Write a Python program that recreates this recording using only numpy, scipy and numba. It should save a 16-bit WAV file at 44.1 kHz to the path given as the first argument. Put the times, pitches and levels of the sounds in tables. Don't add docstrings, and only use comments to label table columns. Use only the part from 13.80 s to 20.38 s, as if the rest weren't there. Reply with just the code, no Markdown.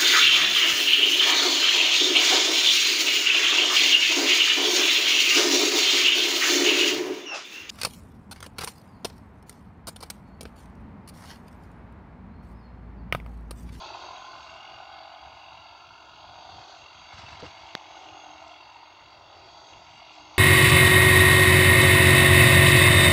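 import sys
import numpy as np
from scipy import signal
from scipy.fft import rfft, irfft
from scipy.io import wavfile
from scipy.ndimage import uniform_filter1d, map_coordinates
from numba import njit

SR = 44100
rng = np.random.default_rng(int(sys.argv[2]) if len(sys.argv) > 2 else 0)


def unload_audio(sound):
    columns = np.transpose(np.atleast_2d(sound))
    steps = np.round(np.clip(columns, -1, 1) * 32767)
    wavfile.write(sys.argv[1], SR, steps.astype(np.int16))


N = 290178
TIME = np.arange(N) / SR
IDLE_HZ = 44.47

# (time [s], relative level [dB])
WASH_LEVEL = [(0.0, -44.5), (0.3, -48.5), (0.8, -51), (2.3, -55), (2.7, -52.5), (3.1, -56), (3.4, -53),
              (6.4, -57), (6.58, -54)]
# (time [s], relative level [dB])
TREBLE_LEVEL = [(0.0, -57), (1.2, -68.5), (2.4, -68), (2.9, -60.5), (3.1, -66), (3.4, -63.5), (3.8, -64),
                (4.5, -64), (4.9, -69), (5.2, -72), (5.9, -62.5), (6.2, -67.5), (6.58, -61.5)]
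# (frequency [Hz], level [dB])
RUMBLE_SPECTRUM = [(20, -23), (40, -20), (68, -1.5), (95, -4), (125, -8), (200, -16.5), (400, -18.5),
                   (1000, -44), (4000, -61), (16000, -84.5)]


def exhaust(turns):
    # (time [s], relative level [dB])
    pop_level = [(0, -45.5), (.3, -45.5), (.65, -50), (1.15, -43), (1.45, -45.5), (1.9, -55), (2.25, -61.5),
                 (2.42, -49.5), (2.7, -45), (2.95, -49.5), (3.12, -62.5), (3.4, -51.5), (4.0, -49.5),
                 (4.5, -47.5), (4.72, -46), (4.82, -62), (5.2, -62), (5.32, -51), (6.58, -52.5)]
    # (time [s], frequency [Hz])
    outlet_pitch = [(0, 900), (.25, 970), (.55, 1025), (1.0, 964), (1.6, 886), (2.2, 896), (3.3, 956),
                    (4.3, 844), (4.95, 918), (5.6, 970), (5.85, 900), (6.58, 910)]
    # (frequency [Hz], level [dB])
    pop_spectrum = [(300, -25.5), (520, -23), (600, 5), (660, 13.5), (780, 7), (1000, -5.5), (1120, -16),
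                    (1500, -10), (2200, -20.5)]
    scatter_spectrum = [(300, -25.5), (510, -31), (580, -13.5), (650, 3), (780, 4.5), (930, 3.5), (1020, 3),
                        (1120, -1.5), (1220, -0.5), (1400, 3), (1530, 0), (1650, -11.5), (1900, -6.5),
                        (2200, -10.5), (3000, -71.5)]
    boom_spectrum = [(120, -25.5), (240, -9), (340, 4.5), (400, 3), (440, -3.5), (480, -2.5), (600, 7),
                     (1000, -57)]
    pop_db, wash_db = change(pop_level), change(WASH_LEVEL)
    firing_turns, echo_s = .74, .00656
    firings = strokes(turns, lag_turns=firing_turns, jitter_s=.00017, scatter_db=1.5)
    echoes = strokes(turns, lag_turns=firing_turns + echo_s * IDLE_HZ, jitter_s=.00025, scatter_db=1.7)
    in_sight = np.clip(.8 + .17 * pop_db, .15, 2.2)
    pops = in_sight * unit(firings + undb(-1.5) * echoes)
    flutter = leaf_scatter(firings, decay_s=.012) + undb(-2) * bursts(firings, decay_s=.009, steady=.25)
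    pop_hz = 864 - 8 * (pop_db - wash_db)
    muffler = resonate(colour(pops + flutter, pop_spectrum), pop_hz, width_hz=163.)
    gas = pops + leaf_scatter(firings, decay_s=.025)
    gas += undb(-3) * bursts(firings, decay_s=.016, steady=.9)
    outlet_hz = curve(outlet_pitch)
    outlet = resonate(resonate(gas, outlet_hz, width_hz=123.), outlet_hz, width_hz=180.)
    wash = leaf_scatter(firings, decay_s=.03) + undb(2) * bursts(firings, decay_s=.016, steady=.9)
    boom = unit(colour(bursts(firings, decay_s=.022, steady=1.7), boom_spectrum))
    hum = np.sin(2 * np.pi * 7 * turns + .7 * walk(22)) * undb(2.5 * walk(14))
    wash = leaf_echoes(colour(wash, scatter_spectrum), lag_s=.002966, share=.32)
    return (even(muffler) * undb(-55.5 + pop_db)
            + even(outlet) * undb(-56 + .72 * wash_db + swell_db("outlet"))
            + even(wash) * undb(-51 + .72 * wash_db + swell_db("wash"))
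            + leaf_shade(boom) * undb(-65.5 + change(TREBLE_LEVEL) + swell_db("boom"))
            + unit(hum) * undb(-74 + swell_db("hum")))


def mechanism(turns):
    # (time [s], relative level [dB])
    knock_level = [(0.0, -56), (0.5, -55), (1.6, -55.5), (2.1, -58.5), (3.15, -61.5), (3.35, -52.5),
                   (4.7, -58.5), (5.25, -60.5), (5.5, -68), (5.67, -63.5), (5.8, -77), (5.92, -60.5),
                   (6.25, -55.5), (6.58, -59)]
    # (frequency [Hz], level [dB])
    housing_spectrum = [(1200, -39.5), (1680, 6), (1840, -7), (2160, 10), (2370, -1.5), (2600, 0.5),
                        (2800, 7), (4000, -43)]
    rattle_spectrum = [(1800, -49.5), (2500, 2.5), (2850, -3.5), (3050, -4.5), (3300, 6.5), (3650, -0.5),
                       (3900, 5), (4180, -9.5), (4450, 2), (4900, -3.5), (5300, -62.5)]
    edge_spectrum = [(4000, -53.5), (4900, 12), (5600, 12), (6050, 11), (6400, 14.5), (6680, -3.5),
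                     (7060, 8), (7330, -10.5), (7700, -4), (8050, -24.5), (9500, -28), (16000, -58)]
    wash_db, knock_db, treble_db = change(WASH_LEVEL), change(knock_level), change(TREBLE_LEVEL)
    housing_db, edge_db = -57.5 + knock_db, -67.5 + treble_db
    drive_db = .54 * wash_db + .37 * treble_db + swell_db("drive")
    slaps = strokes(turns, lag_turns=1.11, jitter_s=.0006, scatter_db=1.1)
    contacts = np.sqrt(np.maximum(uniform_filter1d(slaps ** 2, size=360), 0))
    clatter = bursts(contacts, decay_s=.011, steady=.75)
    jingle = bursts(contacts, decay_s=.02, steady=3)
    knock = bursts(contacts, decay_s=.017, steady=.15)
    housing = unit(colour(knock, housing_spectrum)) * undb(housing_db)
    rattle = unit(colour(clatter, rattle_spectrum)) * undb(-56 + drive_db)
    edge = leaf_echoes(colour(jingle, edge_spectrum), lag_s=.002, share=.3) * undb(edge_db)
    steel = ringing_steel(slaps, knock_db, wash_db, treble_db)
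    bar = wavering(hz=4311, drift_hz=7, flutter_db=3) * undb(-69 + drive_db + swell_db("bar"))
    bar += ring(jingle, hz=2158, width_hz=25) * undb(housing_db - 13.5)
    bar += ring(jingle, hz=7082, width_hz=30) * undb(edge_db - 19.7)
    return leaf_shade(housing + rattle + edge) + steel + bar


def ringing_steel(slaps, knock_db, wash_db, treble_db):
    # (time [s], frequency [Hz])
    ping_pitch = [(0, 2630), (.85, 2820), (1.6, 2754), (3.05, 2744), (3.8, 2910), (4.3, 2830), (4.85, 2714),
                  (6.58, 2804)]
    # (centre [s], half length [s], drop [Hz])
    sags = [(2.148, .14, 59.44), (3.463, .19, 110.6), (4.742, .09, 28.5), (5.558, 0.077, 35.4),
            (6.11, 0.053, 30)]
    strikes = unit(slaps) + .4 * bursts(slaps, decay_s=.004, steady=0)
    ping_hz, case_db = curve(ping_pitch), swell_db("case")
    ping = unit(resonate(resonate(strikes, ping_hz, width_hz=110.), ping_hz, width_hz=170.))
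    crankcase = even(ping) * undb(case_db) + undb(-6.5) * wavering(hz=2772, drift_hz=6, flutter_db=3)
    sag_hz = sum(hz * bell(s, half_s) for s, half_s, hz in sags)
    drum = wavering(hz=1045, drift_hz=4, flutter_db=2.2)
    blade = wavering(hz=4627 - sag_hz, drift_hz=10, flutter_db=1.7)
    overtone = wavering(hz=6466 - sag_hz, drift_hz=18, flutter_db=3) * (.9 + .4 * walk(250))
    return (crankcase * undb(-62.5 + .17 * knock_db + case_db)
            + drum * undb(-63.5 + 1.28 * wash_db + swell_db("drum"))
            + blade * undb(-64 + .43 * wash_db + swell_db("blade"))
            + overtone * undb(-73 + 1.15 * treble_db + swell_db("overtone")))


def swell_db(name):
    # (centre [s], half length [s], change [dB], part)
    swells = [(.05, 0.18, 2.5, "drive"), (1.5, 0.38, 0.5, "drive"), (2.45, 0.27, 0, "drive"),
              (2.957, 0.78, 2, "drive"), (4.3, 0.16, 0.5, "drive"), (6.302, 0.12, 3.5, "drive"),
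              (1.25, .3, 0.5, "wash"), (4.55, .25, 1, "wash"), (0.297, 0.17, 6.5, "outlet"),
              (1.3, 0.27, -4, "outlet"), (4.55, .2, 2, "outlet"), (2.5, .3, -5.5, "outlet"),
              (4.978, 0.086, 7, "outlet"), (5.527, 0.064, -13, "outlet"), (0.102, 0.3, 4.5, "hum"),
              (4.39, 0.35, 15.5, "hum"), (6.516, 0.23, 13, "hum"), (.15, .3, 1.5, "boom"),
              (1.15, 0.15, 3, "boom"), (1.797, 0.26, -2, "boom"), (2.236, 0.069, 6, "boom"),
              (2.798, 0.28, 3.5, "boom"), (3.2, 0.063, -7, "boom"), (4.19, 0.21, 6.5, "boom"),
              (4.95, 0.22, 3, "boom"), (5.5, 0.36, 9, "boom"), (6.297, 1, -2, "boom"),
              (0.46, 0.17, 9.5, "drum"), (4.67, 0.06, 8, "drum"), (0.852, 0.21, 5, "case"),
              (1.45, 0.19, -1, "case"), (1.72, 0.091, 2.5, "case"), (2.127, 0.06, 1.5, "case"),
              (2.866, 0.092, -15, "case"), (3.037, 0.1, 5, "case"), (4.336, 0.16, 3.5, "case"),
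              (4.756, 0.2, 2.5, "case"), (5.65, 0.2, -1, "case"), (6.057, 0.043, -10, "case"),
              (6.277, 0.15, 3, "case"), (0.298, .3, 3.5, "blade"), (1.196, 0.12, 4, "blade"),
              (1.803, 0.38, 2.5, "blade"), (2.294, 0.12, -4, "blade"), (2.598, 0.2, 4.5, "blade"),
              (3.24, 0.055, 8, "blade"), (3.755, 0.094, 6, "blade"), (4.302, 0.27, -24, "blade"),
              (4.826, 0.055, 5, "blade"), (5.13, 0.075, -9, "blade"), (6.1, .05, -3, "blade"),
              (5.306, .07, 1.5, "blade"), (5.73, 0.26, 5.5, "blade"), (6.21, 0.039, 7.5, "blade"),
              (1.403, .35, -6, "bar"), (2.254, .13, -5, "bar"), (2.85, 0.22, 3.5, "bar"),
              (3.4, 0.18, -5, "bar"), (4.9, .3, -1, "bar"), (5.38, .1, 5, "bar"), (5.7, .07, 5, "bar"),
              (6.1, 0.086, -13, "bar"), (6.38, 0.083, 2.5, "bar"), (1.302, 0.23, -7, "overtone"),
              (3.185, 0.058, 8.5, "overtone"), (4.148, 0.14, 5, "overtone"), (4.5, 0.17, 9.5, "overtone"),
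              (4.805, 0.1, -23, "overtone"), (5.086, 0.098, 10, "overtone"), (5.89, 0.037, 11, "overtone"),
              (6.42, 0.045, 11, "overtone")]
    return sum(db * bell(s, half_s) for s, half_s, db, part in swells if part == name)


def leaf_scatter(x, decay_s):
    paths = (walk(2.2) * unit(convolve(x, fade(decay_s) * rng.standard_normal(SR // 2)))
             for _ in range(4))
    return unit(sum(paths))


def leaf_echoes(x, lag_s, share):
    out = x
    for reach in (.37, 1, 1.61):
        echo = map_coordinates(x, [(TIME - reach * lag_s) * SR], order=1)
        out = out + share * np.tanh(walk(3.5)) * echo
    return unit(out)


def leaf_shade(x):
    patch_hz, patch_s, depth_db = 190, .1, 2.
    hz, s, bands = signal.stft(x, SR, nperseg=1024)
    patches = rng.standard_normal((int(hz[-1] / patch_hz) + 2, int(s[-1] / patch_s) + 2))
    grid = np.meshgrid(hz / patch_hz, s / patch_s, indexing="ij")
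    gain = undb(depth_db * map_coordinates(patches, grid))
    gain /= np.sqrt(np.mean(gain ** 2, axis=1, keepdims=True))
    return signal.istft(bands * gain, SR)[1][:N]


def moving_hollow(x):
    # (time [s], centre [Hz], share cancelled [0-1])
    hollow_path = [(0, 1900, 0.63), (1.201, 1890, 0.7), (1.75, 1860, 0.93), (2.3, 1990, 0.9),
                   (2.9, 1790, 0.48), (4.3, 1700, 0.52), (5.0, 1460, 0.57), (5.45, 1430, 0.5),
                   (5.8, 1590, 0.38), (6.58, 1680, 0.77)]
    s, hz, share = np.transpose(hollow_path)
    band = resonate(x, np.interp(TIME, s, hz), width_hz=690.)
    return x - np.interp(TIME, s, share) * band


def handling():
    # (time [s], peak [dB], decay [s], low-pass [Hz])
    bumps = [(3.335, -44.5, 0.017, 130), (3.385, -47, 0.022, 160), (3.434, -43.5, 0.022, 260),
             (3.514, -44.5, 0.035, 199), (3.625, -32, 0.018, 696)]
    # (time [s], peak [dB], low-pass [Hz])
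    clicks = [(3.596, -33, 5000), (3.6221, -31.5, 6000), (3.646, -38, 4000), (3.952, -10, 16000)]
    # (centre [s], half length [s], pitch [Hz], level [dB])
    squeaks = [(3.475, 0.018, 2640, -50), (3.528, 0.0074, 2680, -46), (3.667, 0.0039, 2760, -42)]
    # (centre [s], half length [s], level [dB])
    scrapes = [(3.34, 0.022, -53), (3.39, .009, -56), (3.426, 0.063, -50.5), (3.527, 0.042, -52),
               (3.606, 0.0076, -48), (3.66, 0.032, -50), (3.804, 0.15, -59)]
    # (frequency [Hz], level [dB])
    thud_spectrum = [(20, -24), (45, -12), (70, -1), (105, 1), (140, -4), (200, -10), (250, -12), (480, -8),
                     (800, -22), (3000, -50), (9000, -85)]
    click_spectrum = [(60, -9), (200, 5), (700, 0.5), (1900, 3.5), (2600, -8.5), (3400, 3.5), (4400, -1.5),
                      (5600, -10.5), (6700, -17.5), (7800, -29), (10000, -43), (11000, -30), (13000, -32),
                      (16000, -32)]
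    rub_spectrum = [(300, -22), (1300, 20), (2200, 7), (5000, 9), (7000, -2.5), (8500, -13), (9100, -42),
                    (9800, -49), (16000, -70)]
    out = np.zeros(N)
    for s, db, decay_s, top_hz in bumps:
        push = noise() * (TIME >= s) * np.exp(-np.abs(TIME - s) / decay_s)
        thud = low_pass(colour(push, thud_spectrum), top_hz)
        out += thud * undb(db) / np.abs(thud).max()
    for s, db, top_hz in clicks:
        tick = low_pass(colour(signal.unit_impulse(N, int(s * SR)), click_spectrum), top_hz)
        out -= tick * undb(db) / np.abs(tick).max()
    for s, half_s, hz, db in squeaks:
        out += wavering(hz, drift_hz=25, flutter_db=1) * bell(s, half_s) * undb(db)
    grains = noise() * undb(2.3 * walk(900) + 1.2 * walk(50))
    rub = unit(colour(grains, rub_spectrum)) * envelope(scrapes)
    contact = np.interp(TIME, [3.29, 3.35, 3.67, 3.74], [0, 1, 1, 0])
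    drag = contact * unit(colour(noise(), RUMBLE_SPECTRUM)) * undb(-58)
    return out + rub + drag


def foliage():
    # (centre [s], half length [s], level [dB])
    rustles = [(.65, 0.11, -64), (2.87, 0.056, -70.5), (2.99, .04, -70), (3.9, 0.12, -68), (4.22, .06, -64),
               (4.704, 0.086, -67), (4.943, 0.043, -71), (5.313, .06, -73), (5.7, .08, -73),
               (5.87, 0.044, -67), (6.16, 0.069, -66), (6.36, .05, -62.5)]
    # (frequency [Hz], level [dB])
    rustle_spectrum = [(1500, -36), (3500, -0.5), (5600, 2), (6600, -6), (7700, -5.5), (8100, -17),
                       (9000, -31), (16000, -48)]
    crackle = noise() * undb(4.5 * walk(700))
    return unit(colour(crackle, rustle_spectrum)) * envelope(rustles)


def air():
    # (centre [s], half length [s], rise [dB])
    gusts = [(0.085, 0.057, 5.5), (0.93, 0.081, 9.5), (1.435, 0.026, 3), (2.0, 1.5, 4), (2.78, 0.058, 6),
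             (3.176, 0.03, 7), (4.33, 0.025, 7), (5.98, 0.085, 9), (6.3, .5, 1)]
    # (frequency [Hz], level [dB])
    hiss_spectrum = [(100, -2), (8000, 5), (9800, -3), (11000, 2), (13500, -3), (14800, 1.5), (16000, 9)]
    gust_db = sum(db * bell(s, half_s) for s, half_s, db in gusts)
    flutter_db = 5 * np.tanh(walk(18))
    rumble = unit(colour(noise(), RUMBLE_SPECTRUM)) * undb(-66.5 + gust_db + flutter_db)
    return rumble + unit(colour(noise(), hiss_spectrum)) * undb(-81)


def strokes(turns, lag_turns, jitter_s, scatter_db):
    chance = rng.standard_normal((int(turns[-1]), 2))
    when_s = np.interp(np.arange(len(chance)) + lag_turns, turns, TIME) + jitter_s * chance[:, 0]
    out = np.zeros(N)
    out[np.clip((when_s * SR).astype(int), 0, N - 1)] = undb(scatter_db * chance[:, 1])
    return out


def bursts(pulses, decay_s, steady):
    power = np.maximum(convolve(pulses ** 2, fade(decay_s / 2)), 0)
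    return unit(noise() * np.sqrt(power / power.mean() + steady))


def wavering(hz, drift_hz, flutter_db):
    phase = 2 * np.pi * np.cumsum(hz + drift_hz * walk(45)) / SR
    return unit(np.sin(phase) * undb(flutter_db * walk(30)))


def ring(x, hz, width_hz):
    return unit(convolve(x, fade(1 / (np.pi * width_hz)) * np.sin(2 * np.pi * hz * TIME[:SR // 2])))


@njit
def resonate(x, hz, width_hz):
    y, band, low = np.empty(len(x)), 0., 0.
    for i in range(len(x)):
        g, k = np.tan(np.pi * hz[i] / SR), width_hz / hz[i]
        v = (band + g * (x[i] - low)) / (1 + g * (g + k))
        band, low, y[i] = 2 * v - band, low + 2 * g * v, k * v
    return y


def colour(x, spectrum, size=4096):
    hz, db = np.transpose(spectrum)
    bins_hz = np.maximum(np.fft.rfftfreq(size, 1 / SR), 1)
    gain = undb(np.interp(np.log(bins_hz), np.log(hz), db))
    cepstrum = irfft(np.log(gain))
    cepstrum[1:size // 2] *= 2
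    cepstrum[size // 2 + 1:] = 0
    return convolve(x, irfft(np.exp(rfft(cepstrum))))


def low_pass(x, top_hz):
    return signal.sosfilt(signal.butter(2, top_hz, fs=SR, output="sos"), x)


def convolve(x, response):
    return signal.fftconvolve(x, response)[:N]


def noise():
    return rng.standard_normal(N)


def walk(rate_hz):
    hold = max(int(SR / rate_hz), 2)
    steps = np.repeat(rng.standard_normal(N // hold + 1), hold)
    return unit(uniform_filter1d(uniform_filter1d(steps, hold), hold)[:N])


def fade(decay_s):
    return np.exp(-TIME[:SR // 2] / decay_s)


def bell(s, half_s):
    return np.exp(-((TIME - s) / half_s) ** 2)


def envelope(events):
    return sum(undb(db) * bell(s, half_s) for s, half_s, db in events)


def curve(table):
    return np.interp(TIME, *np.transpose(table))


def change(table):
    return curve(table) - curve(table).mean()


def even(x):
    return x / np.sqrt(uniform_filter1d(x ** 2, size=SR // 6) + 1e-18)


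def unit(x):
    return x / np.sqrt(np.mean(x ** 2))


def undb(db):
    return 10 ** (np.asarray(db) / 20)


def scene():
    # (time [s], offset from IDLE_HZ [Hz])
    hunting = [(0, .03), (.7, .18), (1.5, -.12), (3.0, -.22), (3.35, .58), (4.2, .28), (4.8, -.62),
               (5.45, .23), (6.58, -.17)]
    turns = .18 + np.cumsum(IDLE_HZ + curve(hunting)) / SR + .02 * walk(8)
    trimmer = moving_hollow(exhaust(turns) + mechanism(turns))
    return (trimmer + leaf_shade(foliage()) + air() + handling())[None]


def record(dry):
    return signal.sosfilt(signal.ellip(8, .2, 70, 15800, fs=SR, output="sos"), dry)


dry = scene()
out = record(dry)
unload_audio(out)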